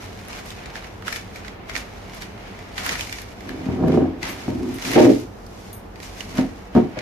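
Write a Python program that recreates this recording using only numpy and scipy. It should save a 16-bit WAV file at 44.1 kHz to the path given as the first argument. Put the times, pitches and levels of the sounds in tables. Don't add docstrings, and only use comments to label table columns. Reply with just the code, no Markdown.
import sys
import numpy as np
from scipy import signal
from scipy.fft import rfft, irfft, next_fast_len
from scipy.io import wavfile
from scipy.ndimage import uniform_filter1d, minimum_filter1d

SR = 44100
rng = np.random.default_rng(int(sys.argv[2]) if len(sys.argv) > 2 else 0)


def wrap_up_sound(samples):
    columns = np.atleast_2d(samples).T
    tamed = np.clip(columns, -1, 1)
    steps = np.round(tamed * 32767).astype(np.int16)
    wavfile.write(sys.argv[1], SR, steps)


N = 309141


def undb(db):
    return 10 ** (np.asarray(db) / 20)


def level(x, db):
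    return x * undb(db) / np.sqrt(np.mean(x ** 2))


def pan(x, db):
    return x * undb(np.array([db, -db]).reshape(2, -1) / 2)


def butter(x, order, hz, kind):
    return signal.sosfilt(signal.butter(order, hz, kind, fs=SR, output="sos"), x)


def band(x, lo_hz, hi_hz):
    return butter(x, 2, [lo_hz, hi_hz], "band")


def colour(x, table):
    hz, db = np.transpose(table)
    size = next_fast_len(N)
    bins_hz = np.maximum(np.fft.rfftfreq(size, 1 / SR), 1)
    eq = undb(np.interp(np.log(bins_hz), np.log(hz), db))
    return irfft(rfft(x, size) * eq, size)[..., :N]


def ring(x, hz, t60):
    r, w = 1000 ** (-1 / (t60 * SR)), 2 * np.pi * hz / SR
    return signal.lfilter([1, -1], [1, -2 * r * np.cos(w), r * r], x)


def drift(rate_hz):
    hold = int(SR / rate_hz)
    steps = np.repeat(rng.standard_normal(N // hold + 1), hold)
    return uniform_filter1d(uniform_filter1d(steps, hold), hold)[:N]


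def grains(per_s, spread_db, length_s):
    sizes = (rng.random(N) < per_s / SR) * undb(spread_db * rng.exponential(size=N))
    fall = np.exp(-1 / (length_s * SR))
    envelope = np.sqrt(signal.lfilter([1], [1, -fall], sizes ** 2))
    return level(rng.standard_normal(N) * envelope, 0)


def strokes(start_s, hold_s, db, rise_db_s, fall_db_s):
    t = np.arange(N * 1000 // SR + 1)[:, None] / 1000
    attack_db = rise_db_s * np.maximum(start_s - t, 0)
    release_db = fall_db_s * np.maximum(t - start_s - hold_s, 0)
    return undb(db - attack_db - release_db) ** 2


def fader(power):
    return np.interp(np.arange(N) / SR, np.arange(len(power)) / 1000, np.sqrt(power))


def diffuse(mid, side):
    side = butter(side, 1, 460, "high")
    return np.array([mid + side, mid - side]) / np.sqrt(2)


def room(send, low_t60=0.27, treble_t60=0.088):
    t = np.arange(int(.7 * SR)) / SR
    wash = diffuse(*rng.standard_normal((2, len(t)))) * (1 - np.exp(-t / 0.005))
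    low = butter(wash, 1, 2500, "low")
    tail = low * 1000 ** (-t / low_t60) + (wash - low) * 1000 ** (-t / treble_t60)
    tail /= np.sqrt(np.sum(tail ** 2) / 2)
    return signal.fftconvolve(send[None], tail, axes=1)[:, :N]


# (frequency [Hz], relative level [dB])
AIR_EQ = [(12, -58), (20, 3.5), (79, 1.5), (145, -6), (191, 1.5), (296, -4), (460, -3), (542, -8),
          (714, -6), (1050, -12.5), (1670, -18.5), (6270, -40), (9470, -46.5), (12800, -40), (14300, -42)]
# (centre [Hz], width [Hz], level [dB])
HUM_HUMPS = [(46.4, 18, -51), (98.3, 24, -46), (192.5, 20, -53.5)]


def hum(motor_hz=47.9):
    air = colour(diffuse(*rng.standard_normal((2, N))), AIR_EQ)
    air = level(air, -39.5) * undb(0.4 * drift(2.22))
    humps = sum(level(band(rng.standard_normal(N), hz - width / 2, hz + width / 2), db)
                for hz, width, db in HUM_HUMPS)
    pitch_hz = motor_hz * (1 + 0.059 * drift(6))
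    motor = level(np.sin(2 * np.pi * np.cumsum(pitch_hz) / SR), -49.5)
    return pan(air, -1.0) + humps + motor


# (time [s], hold [s], level [dB], attack [dB/s], upper modes [dB], lowest modes [dB],
#  favoured middle pitch [Hz], middle focus [dB/octave^2], favoured lowest pitch [Hz])
SHOVES = [(3.46, 0.17, -41, 190, -6, -8, 338, 5, 92), (3.684, 0.0074, -27.5, 243, -13, -2, 196, 13, 100),
          (3.72, 0.14, -34, 243, -17, -1, 215, 9, 88.5), (3.833, 0.058, -23, 198, -6, -5.5, 262, -6, 84),
          (3.95, 0.086, -26, 200, -4, -9, 300, 3, 81.5), (4.14, .3, -45, 203, -5.5, -7, 308, 20, 92),
          (4.481, 0.038, -33.5, 2500, -5, -5, 250, 14, 97),
          (4.56, 0.16, -31.5, 124, -20, -1.5, 278, 19, 87),
          (4.87, 0.0045, -30.5, 350, -28, -5, 286, 9, 101),
          (4.961, 0.047, -9.5, 3000, -2, -17, 306, 22, 120),
          (5.042, 0.029, -13, 185, -6.5, -13.5, 322, 20.5, 122),
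          (6.34, 0.021, -38.5, 130, -12, -1, 238, 12, 96), (6.385, .015, -23, 1500, -8.5, -25, 232, 39, 97),
          (6.762, 0.0089, -18, 1300, -4, -18, 228, 14.5, 112),
          (6.972, .002, -44.5, 902, 9, -10, 250, -3, 110)]
# (time [s], drive level [dB])
BUMPS = [(3.688, -22), (3.701, -26), (3.838, -16), (3.941, -18.5), (3.974, -13.5), (4.022, -17),
         (4.481, -19), (4.958, -11.5), (5.005, -9.5), (5.054, -28), (6.387, -11.5), (6.751, -13.5),
         (6.763, -11.5), (6.777, -9), (6.972, -33)]
# (frequency [Hz], level [dB], decay t60 [s])
WOOD_MODES = [(86, 0, 0.37), (123.3, 7, 0.34), (164.1, 1.5, 0.095), (207, 0.5, 0.14), (238, 1, 0.086),
              (289.3, 0.5, 0.064), (314, 0, 0.32), (360.8, 2, 0.19), (429, -6, 0.28), (480, 3, 0.019),
              (536.3, 0, 0.076), (614, 2, 0.048), (723, -5, 0.078), (801, -7, 0.028), (914, -10, 0.1),
              (1280, -23, 0.055), (1730, -7, 0.02)]


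def dragged_wood():
    jerks = np.array([grains(per_s=400, spread_db=0.5, length_s=0.0027) for _ in range(2)])
    jerks = butter(jerks, 4, 1200, "low")
    s, hold, db, rise_db_s, upper_db, lowest_db, middle_hz, focus_db, lowest_hz = np.transpose(SHOVES)
    power = strokes(s, hold, db, rise_db_s, fall_db_s=178) + 1e-30
    upper_power = strokes(s, hold, db, rise_db_s, fall_db_s=263) + 1e-30
    force = fader(power.sum(axis=1))
    bump_s, bump_db = np.transpose(BUMPS)
    blows = np.zeros(N)
    blows[(bump_s * SR).astype(int)] = undb(bump_db)
    contact = np.hanning(int(0.00074 * SR))
    blows = np.convolve(blows, contact / contact.sum())[:N]
    boom = np.zeros((2, N))
    for hz, mode_db, t60 in WOOD_MODES:
        if hz < 150:
            mode_power = power @ undb(lowest_db - 60 * np.log2(hz / lowest_hz) ** 2) ** 2
        elif hz < 450:
            mode_power = power @ undb(-focus_db * np.log2(hz / middle_hz) ** 2) ** 2
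        else:
            mode_power = upper_power @ undb(upper_db) ** 2
        share = fader(mode_power) / force
        polarity = rng.choice([-1., 1.], (2, 1))
        build_up = np.sqrt(t60 * SR / (4 * np.log(1000)))
        drive = polarity * (jerks * force / build_up + blows)
        boom += ring(drive * share * undb(mode_db), hz, t60)
    return diffuse(boom[0], undb(-3.1) * boom[1])


# (time [s], level [dB], pitch [ratio])
CLINKS = [(4.276, -62, 1), (4.287, -52, 1), (4.305, -59, 0.88), (4.741, -53, 0.96), (5.7295, -50, 1),
          (5.752, -61, 1)]
# (frequency [Hz], level [dB], decay t60 [s])
GLASS_MODES = [(6550, -10, 0.18), (8720, -6, 0.18), (8750, -6, 0.16), (10400, -4, 0.13), (10330, -8, 0.17),
               (11100, -11, .2), (12360, -4, 0.2), (12255, -5, 0.073), (12200, -17, 0.14)]


def bangles(flutter_db=5):
    shares = undb(1.5 * rng.standard_normal((len(CLINKS), len(GLASS_MODES))))
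    out, tap = np.zeros(N + SR), signal.unit_impulse(SR // 2)
    for (s, db, ratio), balance in zip(CLINKS, shares):
        start = int(s * SR)
        for (hz, mode_db, t60), share in zip(GLASS_MODES, balance):
            note = ring(tap, hz * ratio, t60)
            strike = ring(tap, hz * ratio, t60=0.017)
            out[start:start + len(tap)] += undb(db + mode_db) * share * (note + strike)
    return out[:N] * undb(flutter_db * drift(150))


# (frequency [Hz], relative level [dB])
PAPER_EQ = [(180, 0), (300, 0.5), (376, -6.5), (730, 0), (1130, -4), (2230, -2), (2980, -8), (6070, -21),
            (8120, -33), (12600, -36.5), (14300, -40.5)]
# (time [s], level [dB], treble offset [dB])
STIR = [(0, -45.5, -7), (.6, -50, -5), (1.0, -49.5, -8), (1.4, -45, -9.5), (1.6, -48.5, -26),
        (1.9, -46.5, -8.5), (2.3, -46.5, -11.5), (2.5, -42.5, -12.5), (2.75, -45.5, -10.5), (3.3, -48, -7),
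        (3.8, -47, -11), (4.18, -51.5, -17), (4.4, -40.5, -6), (4.63, -47.5, -5.5), (5.1, -38, 0.5),
        (5.3, -64, 4.5), (5.7, -52, -1.5), (5.9, -60.5, -5), (6.2, -44, -1.5), (6.7, -55.5, -7.5),
        (7.01, -42.5, -13.5)]
# (time [s], hold [s], level [dB], treble offset [dB])
CRUMPLES = [(.01, 0.034, -44.5, -4.5), (.3, 0.094, -39.5, -7), (.46, 0.03, -44, -1), (.58, 0.13, -43, -23),
            (.757, 0.0089, -36.5, -8.5), (.84, .03, -42, -11), (1.072, 0.015, -33.5, -6),
            (1.12, 0.049, -41, 2), (1.35, 0.027, -45, -5), (1.46, 0.033, -45, -7.5), (1.695, .01, -38, -9),
            (1.76, .02, -35.5, -2.5), (2.145, 0.03, -43.5, -3), (2.22, 0.011, -40, -5),
            (2.78, 0.019, -31.5, -5.5), (2.85, 0.08, -30.5, -3.5), (2.99, 0.031, -35, -0.5),
            (3.07, 0.13, -45.5, 2.5), (3.49, 0.0081, -43.5, -12), (3.62, 0.14, -46, -14),
            (3.88, 0.087, -42, -10), (4.237, 0.04, -32, -9), (4.28, 0.043, -36, -8),
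            (4.7, 0.044, -45.5, -11), (4.819, 0.022, -34.5, -4), (4.86, .09, -32, -2),
            (4.96, 0.026, -23, -22), (5.0, 0.036, -23.5, -7.5), (6.03, 0.036, -45, 1.5),
            (6.185, 0.0085, -48, -10), (6.3, .07, -44.5, -5), (6.38, .005, -33.5, -7.5),
            (6.761, 0.022, -37, -14), (6.97, 0.015, -38, -27)]
SHEET_PAN_DB = -.5


def paper_rustle():
    t = np.arange(N) / SR
    stir_s, *stir_curves = np.transpose(STIR)
    stir_db, stir_treble_db = (np.interp(t, stir_s, curve) for curve in stir_curves)
    stir_db += 2 * drift(12)
    s, hold, db, treble_db = np.transpose(CRUMPLES)
    power = strokes(s, hold, db, rise_db_s=509, fall_db_s=235)
    buckles = diffuse(*[grains(per_s=2500, spread_db=2.4, length_s=.002) for _ in range(2)])
    sheet = level(colour(buckles, PAPER_EQ), 0)
    treble = signal.sosfiltfilt(signal.butter(2, 6000, "high", fs=SR, output="sos"), sheet)
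    body_gain = np.hypot(fader(power.sum(axis=1)), undb(stir_db))
    treble_gain = np.hypot(fader(power @ undb(treble_db) ** 2), undb(stir_db + stir_treble_db))
    return pan(body_gain * (sheet - treble) + treble_gain * level(treble, 0), SHEET_PAN_DB)


# (time [s], pop
# level [dB], pop pitch [Hz], tick offset [dB])
SNAPS = [(0.189, -34, 2520, -10), (0.283, -28.5, 1250, 1), (0.329, -24, 2900, -17), (0.4589, -35, 1190, 0),
         (0.5035, -23, 3600, -15), (0.5893, -35, 2570, -24), (0.657, -24.5, 2380, -24),
         (0.7543, -20, 1710, -35), (0.823, -29, 1800, -20), (0.843, -26, 1970, -22),
         (1.022, -28, 1560, -15), (1.069, -26, 1640, -15), (1.0794, -12.5, 1730, -16),
         (1.1252, -16, 2040, -10), (1.1593, -16.5, 2020, -11), (1.3587, -23, 2300, -12),
         (1.447, -27, 1860, -24), (1.4802, -25, 2120, -20), (1.695, -21.5, 2220, -19),
         (1.7522, -15, 2260, -20), (1.7621, -12.5, 2070, -25), (2.134, -28, 2070, -22),
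         (2.1467, -35, 1760, 2), (2.22, -22, 2130, -8), (2.376, -33, 1270, -23), (2.779, -14, 1960, -18),
         (2.8627, -12.5, 1760, -4.5), (2.891, -10.5, 2410, -20), (2.953, -17, 1940, -22),
         (2.9932, -17.5, 2340, -17), (3.008, -13, 3060, -10), (3.07, -24, 2520, -17),
         (3.094, -25, 2510, -13), (3.1253, -15.5, 2300, -11), (3.184, -23.5, 2090, -21),
         (3.217, -27, 2260, 0), (3.406, -28, 2130, -13), (3.491, -23, 1800, -11.5),
         (3.8803, -28, 1760, -5.5), (3.944, -27, 1190, -28), (4.2288, -14, 2320, -21),
         (4.784, -24, 1960, -10), (4.8504, -16, 2320, -18), (4.914, -16, 2310, -8),
         (4.9325, -12.5, 2260, -8), (4.9556, -19, 1900, -12), (5.199, -34, 3000, 1),
         (5.464, -34, 5100, -21), (5.7294, -38, 4000, 10), (5.9572, -32.5, 2120, -13),
         (6.0008, -30.5, 2140, -8), (6.029, -29, 2220, -13), (6.2054, -19, 2850, -17),
         (6.355, -28, 1240, -9), (6.3809, -16, 1930, -20), (6.7502, -25, 1410, -14),
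         (6.765, -29, 1310, -25), (6.9735, -37, 2120, -11), (6.988, -17.5, 2150, -44)]


def crease_snaps(attack_s=0.00058, crack_t60=0.021, tick_t60=0.01):
    out, t = np.zeros((2, N + SR)), np.arange(SR // 8) / SR
    for s, db, hz, tick_db in SNAPS:
        puff = diffuse(*rng.standard_normal((2, len(t)))) * (1 - np.exp(-t / attack_s)) ** 2
        crack = puff * 1000 ** (-t / crack_t60)
        pop = band(crack, hz / 1.285, hz * 1.157) + undb(-6.5) * band(crack, hz / 1.56, hz * 2.36)
        tick = band(puff * 1000 ** (-t / tick_t60), 8900, 13700)
        snap = pop / np.abs(pop).max() + undb(tick_db) * tick / np.abs(tick).max()
        pan_db = SHEET_PAN_DB + 4 * rng.standard_normal()
        start = int(s * SR)
        out[:, start:start + len(t)] += pan(undb(db) * snap, pan_db)
    return out[:, :N]


def scene():
    paper = paper_rustle() + crease_snaps()
    wood, glass = dragged_wood(), bangles()
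    direct = paper + pan(wood, -0.2) + pan(glass, 1.5)
    send = undb(-9) * paper[0] + undb(-13.0) * wood[0] + undb(7.5) * glass
    return direct + room(send) + hum()


def record(dry):
    ceiling, look_ahead, top_hz = .97, int(.006 * SR), 14250
    dry = butter(dry, 4, 33, "high")
    safe_gain = np.minimum(1, ceiling / (np.abs(dry).max(axis=0) + 1e-9))
    held_gain = minimum_filter1d(safe_gain, 2 * look_ahead)
    limited = dry * uniform_filter1d(held_gain, look_ahead)
    return signal.sosfilt(signal.ellip(12, .2, 90, top_hz, fs=SR, output="sos"), limited)


dry = scene()
out = record(dry)
wrap_up_sound(out)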